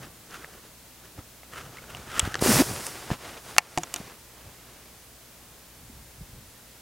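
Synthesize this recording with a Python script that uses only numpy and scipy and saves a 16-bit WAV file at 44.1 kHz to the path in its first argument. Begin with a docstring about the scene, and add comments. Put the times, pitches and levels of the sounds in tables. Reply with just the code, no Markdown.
"""A rifle's steel action snaps and ticks close by: each blow rings dying modes of steel and wooden stock.
Before and between the blows, sleeve and sling rustle and a shirt scrapes over the microphone, made of
coloured noise and tiny snaps; dragged cloth shudders in stick-slip tones, and bumps are dying low sines.
Cloth rumble and a deep flutter are low noise; steady hiss and a faint hum of sines lie underneath."""
import sys
import numpy as np
from scipy import signal
from scipy.fft import rfft, irfft
from scipy.io import wavfile
from scipy.ndimage import uniform_filter1d

SR = 44100
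rng = np.random.default_rng(int(sys.argv[2]) if len(sys.argv) > 2 else 0)


def log_audio(samples):
    """Write samples as a 16-bit WAV file to the path given in sys.argv[1]."""
    # one column per channel
    frames = np.atleast_2d(samples).T
    # limit to full scale, then quantise
    limited = np.clip(frames, -1, 1)
    pcm = np.round(limited * 32767).astype(np.int16)
    wavfile.write(sys.argv[1], SR, pcm)


N = 300321
TIME = np.arange(N) / SR


def gain_of(db):
    """Decibels to amplitude."""
    return 10 ** (np.asarray(db) / 20)


def evened(x):
    """Scales to an rms of one."""
    return x / np.sqrt(np.mean(x ** 2) + 1e-20)


def add(mix, s, sound):
    """Mixes a sound in at time s, cut off at the end of the mix."""
    part = mix[round(s * SR):][:len(sound)]
    part += sound[:len(part)]


def read(points, hz):
    """Reads a (frequency, value) table on a log-frequency axis."""
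    at, value = np.transpose(points)
    return np.interp(np.log(hz + 1), np.log(at), value)


def coloured(x, points):
    """Gives x a spectrum, at an rms of one."""
    gain = gain_of(read(points, np.fft.rfftfreq(N, 1 / SR)))
    return evened(irfft(rfft(x) * gain, N))


def wander(width_hz):
    """Smooth random drift of unit rms: noise under a Gaussian low-pass."""
    lowpass = np.exp(-(np.fft.rfftfreq(N, 1 / SR) / width_hz) ** 2)
    return evened(irfft(rfft(rng.standard_normal(N)) * lowpass, N))


def fibres(per_s, spread_db, smooth, flutter_db):
    """Threads catching and letting go: tiny snaps of uneven size over a smooth slide, in clumps."""
    catches = rng.random(N) < per_s / SR
    direction = rng.choice([-1, 1], N)
    size = gain_of(spread_db * np.minimum(rng.exponential(1, N), 4))
    slide = smooth * rng.standard_normal(N)
    return (evened(catches * direction * size) + slide) * gain_of(flutter_db * wander(74))


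def swell(middle, length, shape=1.84):
    """A movement that gathers and dies away; its length is taken at half height."""
    grid = TIME[::SR // 1000]  # about one point per millisecond
    curve = .5 ** (abs(2 * (grid - middle) / length) ** max(shape, 1))
    return np.interp(TIME, grid, curve)


def swells(rows, shape):
    """The joint gain of (middle [s], length [s], level [dB]) movements, their powers summed."""
    return np.sqrt(sum((gain_of(db) * swell(middle, length, shape)) ** 2 for middle, length, db in rows))


def held(start, stop, attack, release):
    """Rises from start, holds, and dies away after stop."""
    rise = np.clip((TIME - start) / attack, 0, 1)
    return rise * np.exp(-np.clip((TIME - stop) / release, 0, 20))


def ring(hz, db, t60, phase, t):
    """A sum of dying modes; t60 is the time to fall by 60 dB, phase is in turns."""
    envelope = gain_of(db[:, None] - 60 * t / t60[:, None])
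    return (envelope * np.sin(2 * np.pi * (hz[:, None] * t + phase[:, None]))).sum(0)


# mains hum: (frequency [Hz], rms level [dB])
HUM = [(60, -63), (120, -66), (180, -72), (240, -75.5)]
# steady hiss: (frequency [Hz], relative level [dB])
HISS_COLOUR = [(15, -7), (30, 0), (60, 5), (120, 3), (250, 2.5), (500, 0.5), (800, -1.5), (1600, -4),
               (3000, -5), (8000, -5.5), (15800, -7)]
# how alike the hiss is in the two channels: (frequency [Hz], likeness [0 to 1])
HISS_LIKENESS = [(30, 0.92), (250, 0.86), (1000, 0.78), (2000, 0.75), (4000, 0.53), (8000, 0.52),
                 (15000, 0.38)]


def background(hiss_db=-50):
    """Faint hum and even hiss; toward the treble each channel hisses more on its own."""
    hum = sum(gain_of(db) * np.sqrt(2) * np.sin(2 * np.pi * (hz * TIME + rng.random())) for hz, db in HUM)
    same = np.clip(read(HISS_LIKENESS, np.fft.rfftfreq(N, 1 / SR)), 0, 1)
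    shared = rfft(rng.standard_normal(N))
    own = rfft(rng.standard_normal((2, N)))
    hiss = irfft(np.sqrt(same) * shared + np.sqrt(1 - same) * own, N)
    return gain_of(hiss_db) * coloured(hiss, HISS_COLOUR) + hum


# the shirt's deep stirring while the aim is held: (middle [s], length [s], level [dB])
FLUTTERS = [(5.83, 0.026, -48), (5.96, 0.23, -49), (6.215, 0.032, -41), (6.36, 0.16, -47), (6.47, .03, -52)]
# its spectrum: (frequency [Hz], relative level [dB])
FLUTTER_COLOUR = [(15, -25), (35, -4), (70, 2), (130, -3.5), (220, -12), (400, -22), (1500, -53)]


def flutter():
    """Deep, lumpy stirring of the shirt: low noise under gathering and dying swells."""
    return swells(FLUTTERS, shape=1.4) * coloured(rng.standard_normal(N), FLUTTER_COLOUR)


# cloth pressing and flexing against the microphone: (middle [s], length [s], relative level [dB])
PRESSES = [(.01, 0.16, -45.5), (1.19, .03, -40.5), (1.66, 0.11, -46), (1.97, 0.24, -48), (2.24, 0.089, -38),
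           (2.39, 0.066, -37), (2.715, 0.084, -35.5), (3.125, .04, -40), (4.47, 0.07, -48.5)]
# rumble of moving cloth: (frequency [Hz], relative level [dB])
RUMBLE_COLOUR = [(15, -29), (30, -11), (60, -2.5), (100, 3), (140, 0.5), (250, -7.5), (400, -14),
                 (800, -11.5), (3000, -59)]


def flexing(stroke, rub, press_db=-1, stroke_db=-15, rub_db=-9.0):
    """Low rumble of moving cloth: every stroke and rub carries some, and presses add their own."""
    presses = gain_of(press_db) * swells(PRESSES, shape=1.35)
    push = np.linalg.norm([presses, gain_of(stroke_db) * stroke, gain_of(rub_db) * rub], axis=0)
    return push * coloured(rng.standard_normal(N), RUMBLE_COLOUR)


# strokes of sleeve and sling: (middle [s], length [s], relative level [dB])
STROKES = [(.042, 0.055, -42.5), (.346, 0.072, -41), (.425, 0.073, -44.5), (.54, 0.11, -48),
           (.655, 0.044, -49), (1.055, 0.042, -48), (1.19, .04, -51.5), (1.532, .02, -44),
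           (1.58, 0.084, -40), (1.665, 0.098, -46.5), (1.765, 0.092, -45.5), (1.838, 0.023, -46),
           (1.905, 0.028, -44), (1.965, 0.15, -45.5), (2.055, 0.12, -53), (2.11, 0.059, -39.5),
           (2.175, 0.065, -32), (2.255, 0.066, -34.5), (2.34, 0.19, -41)]


def sleeve_motion():
    """How strongly the sleeve slides: a swell for each stroke."""
    return swells(STROKES, shape=1.45)


# a light brush of the sleeve: (frequency [Hz], relative level [dB])
BRUSH_COLOUR = [(150, -0.5), (400, 5.5), (900, -3.5), (1500, -5), (2500, -14.5), (4300, -13), (6500, -12),
                (10000, -21), (16000, -40)]
# the nasal rasp of a firm stroke: (frequency [Hz], relative level [dB])
RASP_COLOUR = [(300, -12), (1000, -7.5), (1300, 3), (1850, -4), (2350, -8.5), (3000, -6), (3600, -11.5),
               (4400, -14.5), (6200, -15), (10000, -19.5), (16000, -26)]


def sleeve(stroke, brush_db=-4, rasp_db=-1.0, firm_db=-41, rasp_growth=0.57):
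    """The arm and sling slide: a soft brush, and a rasp that takes over as the stroke gets firmer."""
    firmness = np.minimum(stroke / gain_of(firm_db), 1) ** rasp_growth
    brush = coloured(fibres(per_s=1100, spread_db=3.5, smooth=0.72, flutter_db=3.0), BRUSH_COLOUR)
    rasp = coloured(fibres(per_s=1500, spread_db=4.5, smooth=1.3, flutter_db=1.5), RASP_COLOUR)
    return stroke * (gain_of(brush_db) * (1.5 - firmness) * brush + gain_of(rasp_db) * firmness * rasp)


# the shirt drags over the microphone as the rifle comes up: it grips, surges to a peak and lets go
DRAG_START_S, DRAG_STOP_S, DRAG_ATTACK_S, DRAG_RELEASE_S = 2.405, 2.616, 0.033, 0.0095
DRAG_PEAK_S, DRAG_SURGE_S, DRAG_DB, DRAG_TREBLE_DB = 2.542, .24, -23.5, 0.5
# then it creeps to rest, its fizz dying sooner than its body; the dulling adds to the fade
CREEP_DB, CREEP_FADE_DB_PER_S, CREEP_STOP_S = -38, 12.5, 3.145
CREEP_TREBLE_DB, CREEP_DULLING_DB_PER_S = 4, 22
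# lighter rubs as the arm moves: (middle [s], length [s], body level [dB], fizz relative to body [dB])
RUBS = [(1.193, 0.026, -52, -15), (2.02, 0.29, -51.5, -8), (2.418, 0.0093, -34.5, 6),
        (2.863, 0.043, -46, 8.5), (3.127, 0.047, -35.5, -11), (3.277, 0.14, -41.5, -8),
        (3.372, 0.044, -46.5, -9), (3.497, .1, -44, -4.5), (3.72, 0.42, -48, -3.5), (3.979, 0.11, -46, -6),
        (4.085, .11, -48.5, -12), (4.42, 0.35, -56.5, -12), (4.747, 0.4, -56.5, -11)]


def shirt_motion():
    """Gains of the shirt's body and fizz: one hard drag, a creep to rest, and light rubs."""
    drag = gain_of(DRAG_DB) * swell(DRAG_PEAK_S, DRAG_SURGE_S)
    drag = drag * held(DRAG_START_S, DRAG_STOP_S, DRAG_ATTACK_S, DRAG_RELEASE_S)
    since = np.maximum(TIME - DRAG_STOP_S, 0)
    creep = gain_of(CREEP_DB - CREEP_FADE_DB_PER_S * since)
    creep = creep * held(DRAG_STOP_S, CREEP_STOP_S, DRAG_RELEASE_S, DRAG_RELEASE_S)
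    body_rubs = swells([row[:3] for row in RUBS], shape=1.95)
    fizz_rubs = swells([(s, length, db + treble_db) for s, length, db, treble_db in RUBS], shape=1.2)
    drag_fizz = drag * gain_of(DRAG_TREBLE_DB)
    creep_fizz = creep * gain_of(CREEP_TREBLE_DB - CREEP_DULLING_DB_PER_S * since)
    body = np.linalg.norm([drag, creep, body_rubs], axis=0)
    return body, np.linalg.norm([drag_fizz, creep_fizz, fizz_rubs], axis=0)


# the lumpy body of the scrape: (frequency [Hz], relative level [dB])
SCRAPE_BODY = [(80, -21), (190, -5.5), (370, 2), (600, 1), (850, 0), (1250, -0.5), (2500, -4.5), (4000, -9),
               (7000, -15), (16000, -52)]
# its fine fizz: (frequency [Hz], relative level [dB])
SCRAPE_FIZZ = [(1000, -70), (3000, -10.5), (5000, 3), (7000, 1.5), (10000, 2), (12500, -3.5), (16000, -6.5)]


def shirt(body_gain, fizz_gain):
    """The weave scrapes over the microphone: a lumpy body and a fine fizz of denser snaps."""
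    body = coloured(fibres(per_s=900, spread_db=3.0, smooth=1.27, flutter_db=1.4), SCRAPE_BODY)
    fizz = coloured(fibres(per_s=6100, spread_db=3.0, smooth=2.0, flutter_db=0.4), SCRAPE_FIZZ)
    return body_gain * body + fizz_gain * fizz


# dragged cloth sticks and slips in short bursts: (start [s], length [s], level before arch and waver [dB],
# nominal first rate [slips/s], nominal last rate [slips/s])
SHUDDERS = [(2.432, 0.047, -29.5, 350, 415), (2.471, 0.0586, -19.5, 270, 182),
            (2.535, 0.044, -23.5, 92, 180), (2.584, 0.04, -18.5, 225, 272)]


def shudder(jitter=0.11, waver_db=2.0, arch=0.87):
    """Stick-slip bursts during the hard drag, each gliding in rate under one arch of level."""
    out = np.zeros(N)
    unsteady = 1 + jitter * wander(100)
    waver = gain_of(waver_db * wander(80))
    for s, length, db, first_rate, last_rate in SHUDDERS:
        u = np.linspace(0, 1, round(length * SR))
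        rate = (first_rate + (last_rate - first_rate) * u) * unsteady[round(s * SR):][:len(u)]
        turns = np.cumsum(rate) / SR
        slips = evened(np.sin(2 * np.pi * turns) + 0.2 * np.sin(4 * np.pi * turns))
        add(out, s, gain_of(db) * abs(np.sin(np.pi * u)) ** arch * slips)
    return out * waver


# soft bumps of cloth and butt against the chest, and the jolt of the hardest snap:
# (time [s], peak level before the low cut [dB], frequency [Hz], time to fall 60 dB [s])
BUMPS = [(1.186, -28, 62, 0.013), (2.229, -19.5, 60, 0.04), (2.2754, -17, 70, 0.0054),
         (2.4238, -7.5, 363, 0.0061), (2.4612, -11, 466, 0.0094), (2.621, -10.5, 282, 0.0019),
         (2.712, -22.5, 247, 0.014), (3.1149, -13, 151, 0.018), (3.584, -23, 480, 0.0091),
         (4.002, -30, 189, 0.032), (5.898, -40, 240, 0.055)]


def bumps(low_cut_hz=55):
    """Low pushes: quickly dying sines, thinned by a low cut."""
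    out, t = np.zeros(N), np.arange(SR // 5) / SR
    for s, db, hz, t60 in BUMPS:
        push = np.sin(2 * np.pi * hz * t) * gain_of(-60 * t / t60)
        add(out, s, gain_of(db) * push / abs(push).max())
    return signal.sosfilt(signal.butter(2, low_cut_hz, "high", fs=SR, output="sos"), out)


# metal parts meeting: (time [s], steel level [dB], brightest pitch [Hz], its emphasis [dB],
# tilt [dB/octave], ring length [factor], stock thump relative to steel [dB],
# pitch of the steel modes [factor]: smaller parts ring higher)
CLICKS = [(0.3087, -49, 5400, 11, 3, .8, -32, 1), (0.4454, -37, 1800, 24, -6, 0.2, -14, 0.97),
          (1.1901, -48, 1270, 17, -14, 1.3, -8, 0.96), (1.4323, -46, 2100, 10, -7.5, 0.65, -23, 0.95),
          (1.771, -42.5, 1900, 18, 1, 0.58, -27, 0.89), (1.7845, -42, 2130, 39.5, 4, 1, -33, 1),
          (1.9485, -36.5, 2940, 18, 1, 0.72, -9, 1.02), (1.9697, -44, 5000, -10, 2, 0.75, -8, .9),
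          (2.1946, -14.5, 7770, 16.5, 1, 0.69, -34, 1.06), (2.1986, -21.5, 3200, 10, 2.5, 0.67, -39, 1.2),
          (2.343, -26, 1650, 17.5, 4, 0.33, -13, 0.67), (2.3545, -24.5, 1460, 10, -1, 0.26, -19, .63),
          (2.3921, -38.5, 4000, 10, 2, .9, -18, 0.85), (2.411, -37, 2000, 0, -14, 1.4, 1, 0.93),
          (2.867, -29.5, 9150, 12, 1.5, 0.29, -37, 0.99), (3.104, -29.5, 694, -14, -7, 0.087, -10, .8),
          (3.565, -32, 3000, -2, -6, 0.32, -7, 1.1), (3.5823, -1.5, 2060, 5.5, -0.7, 0.93, -35, 1),
          (3.589, -29, 1810, 19, 8, 2, -15, 0.72), (3.6044, -36.5, 2180, 17, -15, 1.7, -27, 1),
          (3.7754, -18.5, 850, 16, -1, 0.8, 0, 1.02), (3.7834, -28, 7550, 17, 5, 0.72, 1.5, 0.84),
          (3.8338, -28, 6340, 21, -2.5, 1.3, -11.5, 1.26), (3.9405, -25, 7130, 3.5, 3.5, 0.91, -17, 1.07),
          (3.9611, -30.5, 6600, 18, -2, 1.3, -9, 1.32), (4.0127, -41, 1500, -2, -23, 0.44, -10, 0.93),
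          (4.857, -53, 1200, 0, -1, 0.55, -19, 0.84)]
# the steel action, before each blow's factors: (frequency [Hz], relative level [dB], time to fall 60 dB [s])
STEEL = [(650, -22, 0.0074), (837, -14.5, 0.041), (1054, -7, 0.021), (1343, -6, 0.018), (1815, -9.5, 0.028),
         (2220, -4, 0.019), (2465, -9, 0.027), (2765, 0, 0.019), (3350, -11, 0.013), (4495, -1.5, .012),
         (5400, -5.5, 0.012), (6220, 3, 0.0076), (6650, -24, 0.012), (7090, -1.5, 0.011),
         (7500, -12, 0.016), (8090, -2.5, 0.0075), (9600, -14.5, 0.018), (9550, -30, .01),
         (10040, -19, 0.0063), (12440, -20, 0.012), (15200, -19, 0.012)]
# the wooden stock: (frequency [Hz], relative level [dB], time to fall 60 dB [s])
STOCK = [(164, -10, 0.2), (300, -11, 0.14), (345, -3, 0.085), (520, -40, 0.027), (720, 4, 0.061),
         (900, 8, 0.017)]


def action(rise_s=0.00012, clatter_db=-21, clatter_t60=0.016, count=120):
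    """Each blow rings the steel's main modes, a thicket of weak ones, and the stock."""
    out, t = np.zeros(N), np.arange(SR // 8) / SR
    first = SR // 200  # levels are set over the first 5 ms
    steel_hz, steel_db, steel_t60 = np.transpose(STEEL)
    wood = ring(*np.transpose(STOCK), np.zeros(len(STOCK)), t)
    wood /= np.std(wood[:first])
    for s, db, bright_hz, emphasis_db, tilt_db, length, stock_db, smallness in CLICKS:
        place, weak_phase = rng.random((2, count))
        # one weak mode falls at random in each slot, closer together in the low range
        weak_hz = 650 + 13000 * ((np.arange(count) + place) / count) ** 1.7
        hz = smallness * np.r_[steel_hz, weak_hz]
        # the part that is struck favours its own range of pitch
        emphasis = emphasis_db * np.exp(-(np.log2(hz / bright_hz) / 0.17) ** 2)
        mode_db = np.r_[steel_db, np.full(count, clatter_db)] + tilt_db * np.log2(hz / 3000) + emphasis
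        weak_t60 = clatter_t60 * (weak_hz / 3000) ** -.3
        t60 = max(length, .1) * np.r_[steel_t60, weak_t60]
        phase = np.r_[np.arange(len(STEEL)) / 2, weak_phase]  # main modes alternate in sign
        steel = ring(hz, mode_db, t60, phase, t) * (1 - np.exp(-t / rise_s))
        add(out, s, gain_of(db) * (steel / np.std(steel[:first]) + gain_of(stock_db) * wood))
    return out


def scene():
    """All layers feed both channels alike, except the hiss."""
    stroke = sleeve_motion()
    body_gain, fizz_gain = shirt_motion()
    cloth = flutter() + flexing(stroke, body_gain) + sleeve(stroke) + shirt(body_gain, fizz_gain) + shudder()
    return background() + cloth + bumps() + action()


def record(dry, threshold_db=-2, excess_fall_db_per_s=32, share=0.62, edge_hz=15950):
    """A limiter ducks by a share of a slowly falling peak excess; peaks clip; then the treble is cut."""
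    peak_db = 20 * np.log10(abs(dry).max(0) + 1e-9)
    fall = TIME * excess_fall_db_per_s
    held_peak_db = np.maximum.accumulate(peak_db + fall) - fall
    over_db = np.maximum(held_peak_db - threshold_db, 0)
    limited = np.clip(dry / gain_of(share * uniform_filter1d(over_db, size=40)), -1, 1)
    lowpass = signal.firwin(511, edge_hz, window=("kaiser", 9), fs=SR)
    return signal.oaconvolve(limited, lowpass[None], "same")


dry = scene()
out = record(dry)
log_audio(out)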